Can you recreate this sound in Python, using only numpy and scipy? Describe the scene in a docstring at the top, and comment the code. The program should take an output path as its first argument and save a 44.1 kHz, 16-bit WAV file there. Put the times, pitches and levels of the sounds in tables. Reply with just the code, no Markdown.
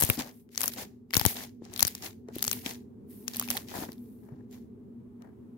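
"""At a wooden table in a room with a low hum, fingers knead soft slime close to a two-port microphone.
Trapped bubbles burst in quick runs as snaps that ring pockets; jets of air wobble the membrane at the left port.
Skin and slime rustle, hiss and squelch as grainy coloured noise, and tiny bubbles crackle as short resonances.
The lump thuds as damped sines with slaps of noise; noise with narrow peaks hums over a faint hiss.
The levels of hum and hiss rise and fall slowly."""
import sys
import numpy as np
from scipy import signal
from scipy.fft import rfft, irfft
from scipy.io import wavfile
from scipy.ndimage import uniform_filter1d

SR = 44100
rng = np.random.default_rng(int(sys.argv[2]) if len(sys.argv) > 2 else 0)


def put_to_file(sound):
    """Save the sound as 16-bit audio at rate SR, in the file named by the first command-line argument."""
    columns = np.atleast_2d(sound).T  # one column per channel
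    safe = np.clip(columns, -1, 1)
    whole_steps = np.round(safe * 32767)
    wavfile.write(sys.argv[1], SR, whole_steps.astype(np.int16))


N = 245637

# Relative levels of the hum and the faint background hiss: time_s, hum_db, hiss_db
BACKGROUND_LEVELS = [(0, -51, -83.5), (.5, -58, -82), (.75, -52, -79.5), (1.1, -57, -80.5),
                     (1.32, -51.5, -83), (1.55, -53, -85.5), (2.6, -50, -79), (3.4, -49.5, -68.5),
                     (4.36, -50.5, -75.5), (5.57, -53, -71)]
# Relative spectra of the low rumble and of the faint hiss: frequency_hz, density_db (per Hz)
RUMBLE_SPECTRUM = [(25, -45.5), (50, -15.5), (110, -1), (165, -11.5), (210, 0.5), (300, -9.5), (410, -6),
                   (520, -23), (800, -39.5), (2500, -64)]
HISS_SPECTRUM = [(290, -40), (500, -9), (721, -8), (885, -7), (1330, -16.5), (1660, -20.5), (5190, -34.5),
                 (15600, -30.5), (16500, -38.5)]
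# Narrow peaks in the hum: frequency_hz, width_hz (of each of two filter passes), relative level_db
HUM_PEAKS = [(240.95, 18, 1.5), (209.5, 10, -13), (406.7, 39, -12.5)]
# Likeness of left and right noise: frequency_hz, correlation (0 to 1)
PORT_LIKENESS = [(60, 0.75), (290, 0.9), (640, 0.073), (1400, 0.0067), (15000, 0.0089)]
# The lump pressed or dropped on the table: start_s, relative level_db, pitch_hz, t60_s
THUDS = [(.177, -24.5, 257.5, 0.076), (0.19, -21, 255, 0.061), (0.7845, -31, 264, 0.03),
         (1.6207, -24.5, 338, 0.013), (2.2864, -27.5, 424, 0.028), (2.3637, -18, 324, 0.015),
         (2.662, -21, 265, 0.021), (3.552, -29.5, 797, 0.032), (3.763, -42, 223, 0.15),
         (3.787, -24, 256, 0.029), (3.822, -29.5, 303, 0.069), (4.32, -35, 136, 0.11)]
# Air jets of near bursts reaching the left port: start_s, relative level_db
PUFFS = [(0.0234, -23), (0.0368, -19.5), (0.0919, -22.5), (0.1012, -18), (0.109, -36), (1.155, -27.5),
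         (1.1692, -16), (1.213, -25.5), (1.252, -20), (1.2624, -13.5), (1.8279, -26), (1.8517, -29),
         (2.479, -31)]
# Relative spectra of slime rustle, skin hiss and wet squelch: frequency_hz, density_db (per Hz)
RUSTLE_SPECTRUM = [(1200, -24), (1900, 0), (2700, -3), (4500, -2), (7000, -2.5), (9000, -16),
                   (12000, -15.5)]
SKIN_SPECTRUM = [(6500, -16), (9000, -4), (12500, 2.5), (15700, -0.5), (16200, -28.5)]
SQUELCH_SPECTRUM = [(250, -8.5), (450, -7.5), (800, -4.5), (1300, -16.5), (1750, -13.5), (2200, -23.5),
                    (3400, -41)]
# Finger strokes over and into the slime: start_s (swell complete), length_s, fade_db_per_s,
# relative rustle_db, skin_db, squelch_db
STROKES = [(0, .15, 500, -41, -37, -43.5), (0.193, 0.011, 404, -38.5, -42.5, -35.5),
           (0.23, 0.064, 443, -56, -56.5, -48), (0.325, .08, 303, -76, -64.5, -93),
           (0.531, .05, 697.5, -59.5, -59.5, -86), (0.6, 0.09, 699, -44, -38.5, -48),
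           (0.723, 0.026, 700, -51, -48, -78), (0.784, 0.045, 602, -42, -45, -41),
           (1.155, 0.13, 699.5, -41, -42, -48), (1.275, 0.031, 251, -39.5, -34, -47),
           (1.365, 0.075, 454, -43.5, -45.5, -45), (1.644, 0.12, 495.5, -62, -90, -57.5),
           (1.732, 0.046, 500, -54.5, -56.5, -52), (1.79, 0.12, 311, -46, -46.5, -54),
           (1.955, 0.05, 300, -56, -57.5, -69), (2.039, 0.025, 385, -42.5, -43, -42),
           (2.29, 0.025, 302, -72, -93, -57), (2.347, 0.095, 490, -52.5, -57.5, -59),
           (2.467, 0.097, 300, -47.5, -43, -57.5), (2.576, .07, 500, -57, -52.5, -66),
           (2.662, 0.043, 284, -42, -44, -44), (3.106, 0.143, 500, -70, -56.5, -84),
           (3.287, 0.028, 402.5, -55, -53, -60.5), (3.342, 0.12, 500, -48.5, -47.5, -57.5),
           (3.504, 0.065, 231, -43.5, -42, -46), (3.691, 0.099, 497, -48.5, -53, -53),
           (3.753, 0.026, 200, -45.5, -44.5, -38.5), (3.804, 0.036, 500, -45.5, -46, -41.5),
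           (3.887, 0.046, 252, -64, -63.5, -67), (3.987, 0.28, 203.5, -79, -66.5, -95),
           (4.238, 0.18, 151.5, -81, -86.5, -64.5), (4.528, 0.0085, 190.5, -59.5, -61, -60),
           (5.221, .04, 197, -87, -90.5, -59)]
# Bursting bubbles: time_s, relative level_db, pocket_pitch_hz, treble_over_body_db, left_minus_right_db
BURSTS = [(0.0029, -15.5, 8100, 14.5, 7.5), (0.0097, -12, 8000, 5.5, 10), (0.0231, -10.5, 920, 6, 9),
          (0.0294, -14.5, 6800, 1, 12), (0.0358, -11, 6860, 3, 6.5), (0.049, -14.5, 8960, 12, 13),
          (0.0901, -24.5, 8900, 11, 0), (0.0997, -7.5, 2290, 4.5, 3), (0.1077, -29, 920, 0.5, 2.5),
          (0.491, -55.5, 2120, -12, 12), (0.5494, -37.5, 4800, -11.5, 10), (0.558, -36, 5680, -13, 11),
          (0.5772, -14, 5660, -9, 9), (0.6072, -18.5, 8860, -5, 16), (0.6157, -15.5, 6720, 0.5, 16),
          (0.6333, -18, 5340, 1, 10), (0.6394, -15, 1720, 5.5, 3.5), (0.658, -18.5, 8260, 13, 1),
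          (0.679, -15, 6100, 1.5, 18), (0.7364, -30, 4360, 3, -6), (1.1073, -36, 2150, -8.5, 9),
          (1.1312, -31, 2870, -6.5, 6.5), (1.1367, -16, 2070, -6, 7), (1.1432, -12, 4740, -2, -7),
          (1.1512, -22.5, 4000, 16.5, 3.5), (1.1535, -18, 2080, -5, 4), (1.1675, -6.5, 5300, -2.5, 11),
          (1.177, -14.5, 1030, 19, 8), (1.1814, -30.5, 1810, 6, 6.5), (1.1963, -14, 4170, 1, 5.5),
          (1.2129, -16.5, 890, -1.5, 45), (1.252, -8, 910, 3.5, 16.5), (1.2622, -6.5, 7050, -1.5, 10),
          (1.369, -29, 3530, -18, -2), (1.6518, -42.5, 4440, -27, -1), (1.7321, -40, 3960, -3, 11),
          (1.7375, -32, 6550, -20, 40), (1.7618, -27.5, 4140, -11, 12), (1.7767, -27, 4430, 2.5, 20.5),
          (1.794, -15.5, 3770, 2.5, 3), (1.8059, -14.5, 5800, -1, 6), (1.8176, -27.5, 5650, -21, 10.5),
          (1.8237, -22, 890, -14, 16), (1.8274, -1, 5900, 2, 10.5), (1.8503, -14.5, 5050, -11, 17.5),
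          (1.8695, -19, 5940, 5.5, -5), (1.8757, -19, 4800, 6, 18), (1.879, -17, 4800, 4, 14),
          (1.951, -26, 6100, -2.5, 1), (2.024, -33, 5080, -11, -1), (2.286, -48.5, 1960, -15, -2),
          (2.356, -30.5, 3270, 7.5, 8), (2.3842, -28, 3070, 7, 4), (2.3924, -33.5, 3500, -9, 3),
          (2.4074, -37, 3700, -5, 7), (2.423, -22.5, 4700, 3, 12), (2.4261, -13, 6040, 2.5, 5.5),
          (2.4411, -18.5, 7100, -4, 1), (2.4495, -21, 6370, -1, 13), (2.467, -24, 6290, 7, 4),
          (2.479, -14.5, 6660, -10, 9), (2.5136, -14, 6250, -4.5, 14.5), (2.5296, -16.5, 3200, 4.5, 4.5),
          (2.6617, -23, 2360, -26, 8), (3.28, -19.5, 5680, -10, 11), (3.336, -32, 4900, -7, 4),
          (3.36, -25.5, 5230, 0, 1), (3.3684, -21, 5510, 8, 1), (3.397, -13, 6900, 5.5, 2),
          (3.4133, -27.5, 1010, -9, 3), (3.4251, -27, 1190, 4, 0), (3.4363, -35, 3280, -6, 8),
          (3.477, -31.5, 940, 2, -2), (3.4868, -27, 2240, -6, 20), (3.5033, -14, 6800, 1.5, 1),
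          (3.5116, -17.5, 2350, 4.5, -9), (3.5694, -18, 2240, 2.5, -11), (3.575, -21, 3790, -23, 1),
          (3.9193, -36.5, 4220, -2, 7), (3.93, -42, 4050, 3, -3), (3.981, -53.5, 4000, -3.5, 5),
          (4.239, -68, 1502, 0, 9), (4.512, -50.5, 6600, -1.5, -6), (5.2218, -47.5, 1210, -12, 10)]

RISE_DB_PER_S, SAG_DB_PER_S = 704, 22.5   # a stroke swells, then eases while it lasts
TAIL_DB, TAIL_DB_PER_S = -16, 172.5   # the room carries each stroke on, weaker and smoother
CRACKLES_PER_S, CRACKLE_DB = 300, -7   # mean rate of tiny bubbles, level against the rustle
LAG_S = .00022   # bursts reach the right port later: the left is nearer the hands
STOP_EDGE_HZ = 17050   # the top is cut by 50 dB from here up


def amp(db):
    """A level in decibels is the logarithm of an amplitude ratio."""
    return 10 ** (np.asarray(db) / 20)


def rms_one(x):
    """Mean-square power sets strength: scale to unit rms."""
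    return x / np.sqrt(np.mean(x ** 2) + 1e-20)


def in_time(rows):
    """Slow levels vary linearly between their listed times: each column at every sample."""
    time_s, *columns = np.transpose(rows)
    return [np.interp(np.arange(N) / SR, time_s, column) for column in columns]


def at_hz(points, hz):
    """A spectrum is interpolated along a logarithmic frequency axis."""
    table_hz, values = np.array(points).T
    return np.interp(np.log(hz), np.log(table_hz), values)


def drift(rate_hz):
    """Low-passed noise wanders slowly: two equal poles, unit rms, computed at every 40th sample."""
    r = np.exp(-2 * np.pi * rate_hz * 40 / SR)
    noise = rng.standard_normal(N // 40 + 2002)
    slow = signal.lfilter([1], [1, -2 * r, r * r], noise)[2000:]   # the filter has settled
    return np.interp(np.arange(N) / 40, np.arange(len(slow)), rms_one(slow))


def resonance(x, hz, width_hz):
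    """A damped resonator is a pole pair; its gain is 1 at the peak."""
    r = np.exp(-np.pi * width_hz / SR)
    zeros = [(1 - r * r) / 2, 0, (r * r - 1) / 2]
    poles = [1, -2 * r * np.cos(2 * np.pi * hz / SR), r * r]
    return signal.lfilter(zeros, poles, x)


def coloured(spectrum, grain_db=0, grain_rate_hz=100):
    """Shared and opposed noise set the likeness of the ports; level swells make grains; unit rms."""
    hz = np.maximum(np.fft.rfftfreq(N, 1 / SR), 1)
    alike = np.clip(at_hz(PORT_LIKENESS, hz), -1, 1)
    grains = amp(grain_db * np.abs(drift(grain_rate_hz)))
    mid, side = rfft(rng.standard_normal((2, N)) * grains)
    pair = np.sqrt(1 + alike) * mid + np.sqrt(1 - alike) * side * [[1], [-1]]
    return rms_one(irfft(pair * amp(at_hz(spectrum, hz)), N))


def add(out, start_s, sound):
    """Superposition: sounds add linearly from their start times."""
    i = round(start_s * SR)
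    out[..., i:i + sound.shape[-1]] += sound[..., :N - i]


def hum():
    """Narrow-band noise wavers in level: a few such peaks stand in low rumble, over faint hiss."""
    hum_db, hiss_db = in_time(BACKGROUND_LEVELS)
    rumble = coloured(RUMBLE_SPECTRUM, grain_db=2.0, grain_rate_hz=5.1)
    white = coloured([(100, 0.0014), (600, 0.0074)])   # almost exactly flat
    peaks = 0
    for hz, width_hz, db in HUM_PEAKS:
        narrow = resonance(resonance(white, hz, width_hz), hz, width_hz)
        peaks = peaks + amp(db) * rms_one(narrow)
    return amp(hum_db) * (rumble + amp(-0.5) * peaks) + amp(hiss_db) * coloured(HISS_SPECTRUM)


def thuds():
    """Impulsive excitation: a soft blow rings the table top briefly, with a dull slap of noise."""
    out, t = np.zeros(N), np.arange(5000) / SR
    dull = signal.butter(2, [150, 700], "band", fs=SR, output="sos")
    slaps = signal.sosfilt(dull, rng.standard_normal((len(THUDS), t.size)))
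    onset = 1 - np.exp(-t / 0.00096)
    for (start_s, db, hz, t60_s), slap in zip(THUDS, slaps):
        knock = (np.sin(2 * np.pi * hz * t) + amp(-7.0) * slap) * amp(-60 * t / t60_s)
        add(out, start_s, amp(db) * knock * onset)
    return out * amp([[1.5], [-1.5]])


def puffs():
    """Damped oscillation: a jet of air pushes the membrane, which swings back in a low wobble."""
    out, t = np.zeros(N), np.arange(3000) / SR
    phase = 2 * np.pi * 95 * t + 2.8 * (1 - np.exp(-t / 0.00063))   # fast push, then 95 Hz
    push = np.sin(phase) * amp(-60 * t / 0.039)
    for start_s, db in PUFFS:
        add(out, start_s, amp(db + 5.0) * push)
    return out * amp([[0], [-26]])   # almost all at the left port


def stroke_gains():
    """Powers add: strokes swell, ease and fade; a second, weaker gain fades at its own rate."""
    power, t = np.zeros((2, 3, N)), np.arange(N) / SR
    for start_s, length_s, fade_db_per_s, *db in STROKES:
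        since = t - start_s
        after = np.maximum(since - length_s, 0)
        swell_db = RISE_DB_PER_S * np.minimum(since, 0)
        held = amp(swell_db - SAG_DB_PER_S * np.clip(since, 0, length_s))
        fading = amp([-fade_db_per_s * after, TAIL_DB - TAIL_DB_PER_S * after])
        power += (amp(db)[:, None] * held * fading[:, None]) ** 2
    return np.sqrt(power)


def crackle():
    """Cavity resonance: tiny pockets burst at random, each ringing a few cycles at its pitch and place."""
    struck = rng.random(N) < CRACKLES_PER_S / SR
    sizes = amp(1.3 * np.minimum(rng.exponential(1, N), 4)) * struck
    sides = sizes * amp(rng.normal(7.5, 6.6, N) * [[1], [-1]])   # mostly to the left
    pitches_hz, dealt = np.geomspace(900, 9000, 12), rng.integers(0, 12, N)
    rings = [resonance(sides * (dealt == k) + 1e-18, hz, 0.27 * hz) for k, hz in enumerate(pitches_hz)]
    return rms_one(sum(rings))


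def hands():
    """Friction noise: skin slides over slime in grainy rustle with crackle, hiss and a wet low squelch."""
    (rustle_gain, skin_gain, squelch_gain), tail_gains = stroke_gains()
    rustle = coloured(RUSTLE_SPECTRUM, grain_db=5.0, grain_rate_hz=110) * amp([[.6], [-.6]])
    rustle = rustle + amp(CRACKLE_DB) * crackle()
    skin = coloured(SKIN_SPECTRUM, grain_db=1.5, grain_rate_hz=120)
    squelch = coloured(SQUELCH_SPECTRUM, grain_db=6.0, grain_rate_hz=67) * amp([[2.5], [-2.5]])
    spectra = (RUSTLE_SPECTRUM, SKIN_SPECTRUM, SQUELCH_SPECTRUM)
    lingering = sum(gain * coloured(spectrum) for gain, spectrum in zip(tail_gains, spectra))
    return rustle_gain * rustle + skin_gain * skin + squelch_gain * squelch + lingering


def pops():
    """Pressure release: the film tears and snaps, its pocket rings, hands and table scatter a short tail."""
    out, t = np.zeros((2, N)), np.arange(700) / SR
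    chance = rng.standard_normal((len(BURSTS), 3, t.size))
    body_band = signal.butter(2, [600, 8500], "band", fs=SR, output="sos")
    late = t - .0005   # time since the snap
    tearing = amp(np.where(late < 0, 60 * late / 0.0045, -60 * late / 0.00067))
    scattering = amp(-60 * np.abs(late - .0004) / np.where(late < .0004, .002, .011))
    for (time_s, db, hz, treble_db, pan_db), (tear, *scatter) in zip(BURSTS, chance):
        snap = amp(-16.5) * tear * tearing
        snap[np.argmax(late >= 0)] += 1   # one sharp step of pressure once the tearing has grown
        tail = amp(-16.5) * np.array(scatter) * scattering
        burst = snap * amp([[0], [-.7 * pan_db]]) + tail   # the hand shades the snap more than the scatter
        pocket = signal.sosfilt(body_band, burst) + amp(11) * resonance(burst, hz, 0.34 * hz)
        sizzle = resonance(resonance(burst, 11900, 9000), 11900, 9000)
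        left, right = rms_one(pocket) + amp(treble_db) * rms_one(sizzle)
        right = rms_one(np.interp(t - LAG_S, t, right, left=0))
        sound = np.array([rms_one(left), amp(-pan_db) * right])
        power = uniform_filter1d(np.mean(sound ** 2, axis=0), size=22)   # half-millisecond mean
        add(out, time_s - .0003, amp(db - 1.5) * sound / np.sqrt(power.max()))
    return out


def scene():
    """Superposition of all sources at the two ports."""
    return hum() + thuds() + puffs() + hands() + pops()


def record(dry):
    """Band limits and overload: the small capsules lose the deepest bass, peaks clip, the top is cut."""
    bass_cut = signal.butter(2, 45, "high", fs=SR, output="sos")
    capsule = np.clip(signal.sosfilt(bass_cut, dry), -1, 1)
    top_cut = signal.cheby2(16, 50, STOP_EDGE_HZ, fs=SR, output="sos")
    return signal.sosfilt(top_cut, capsule)


dry = scene()
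out = record(dry)
put_to_file(out)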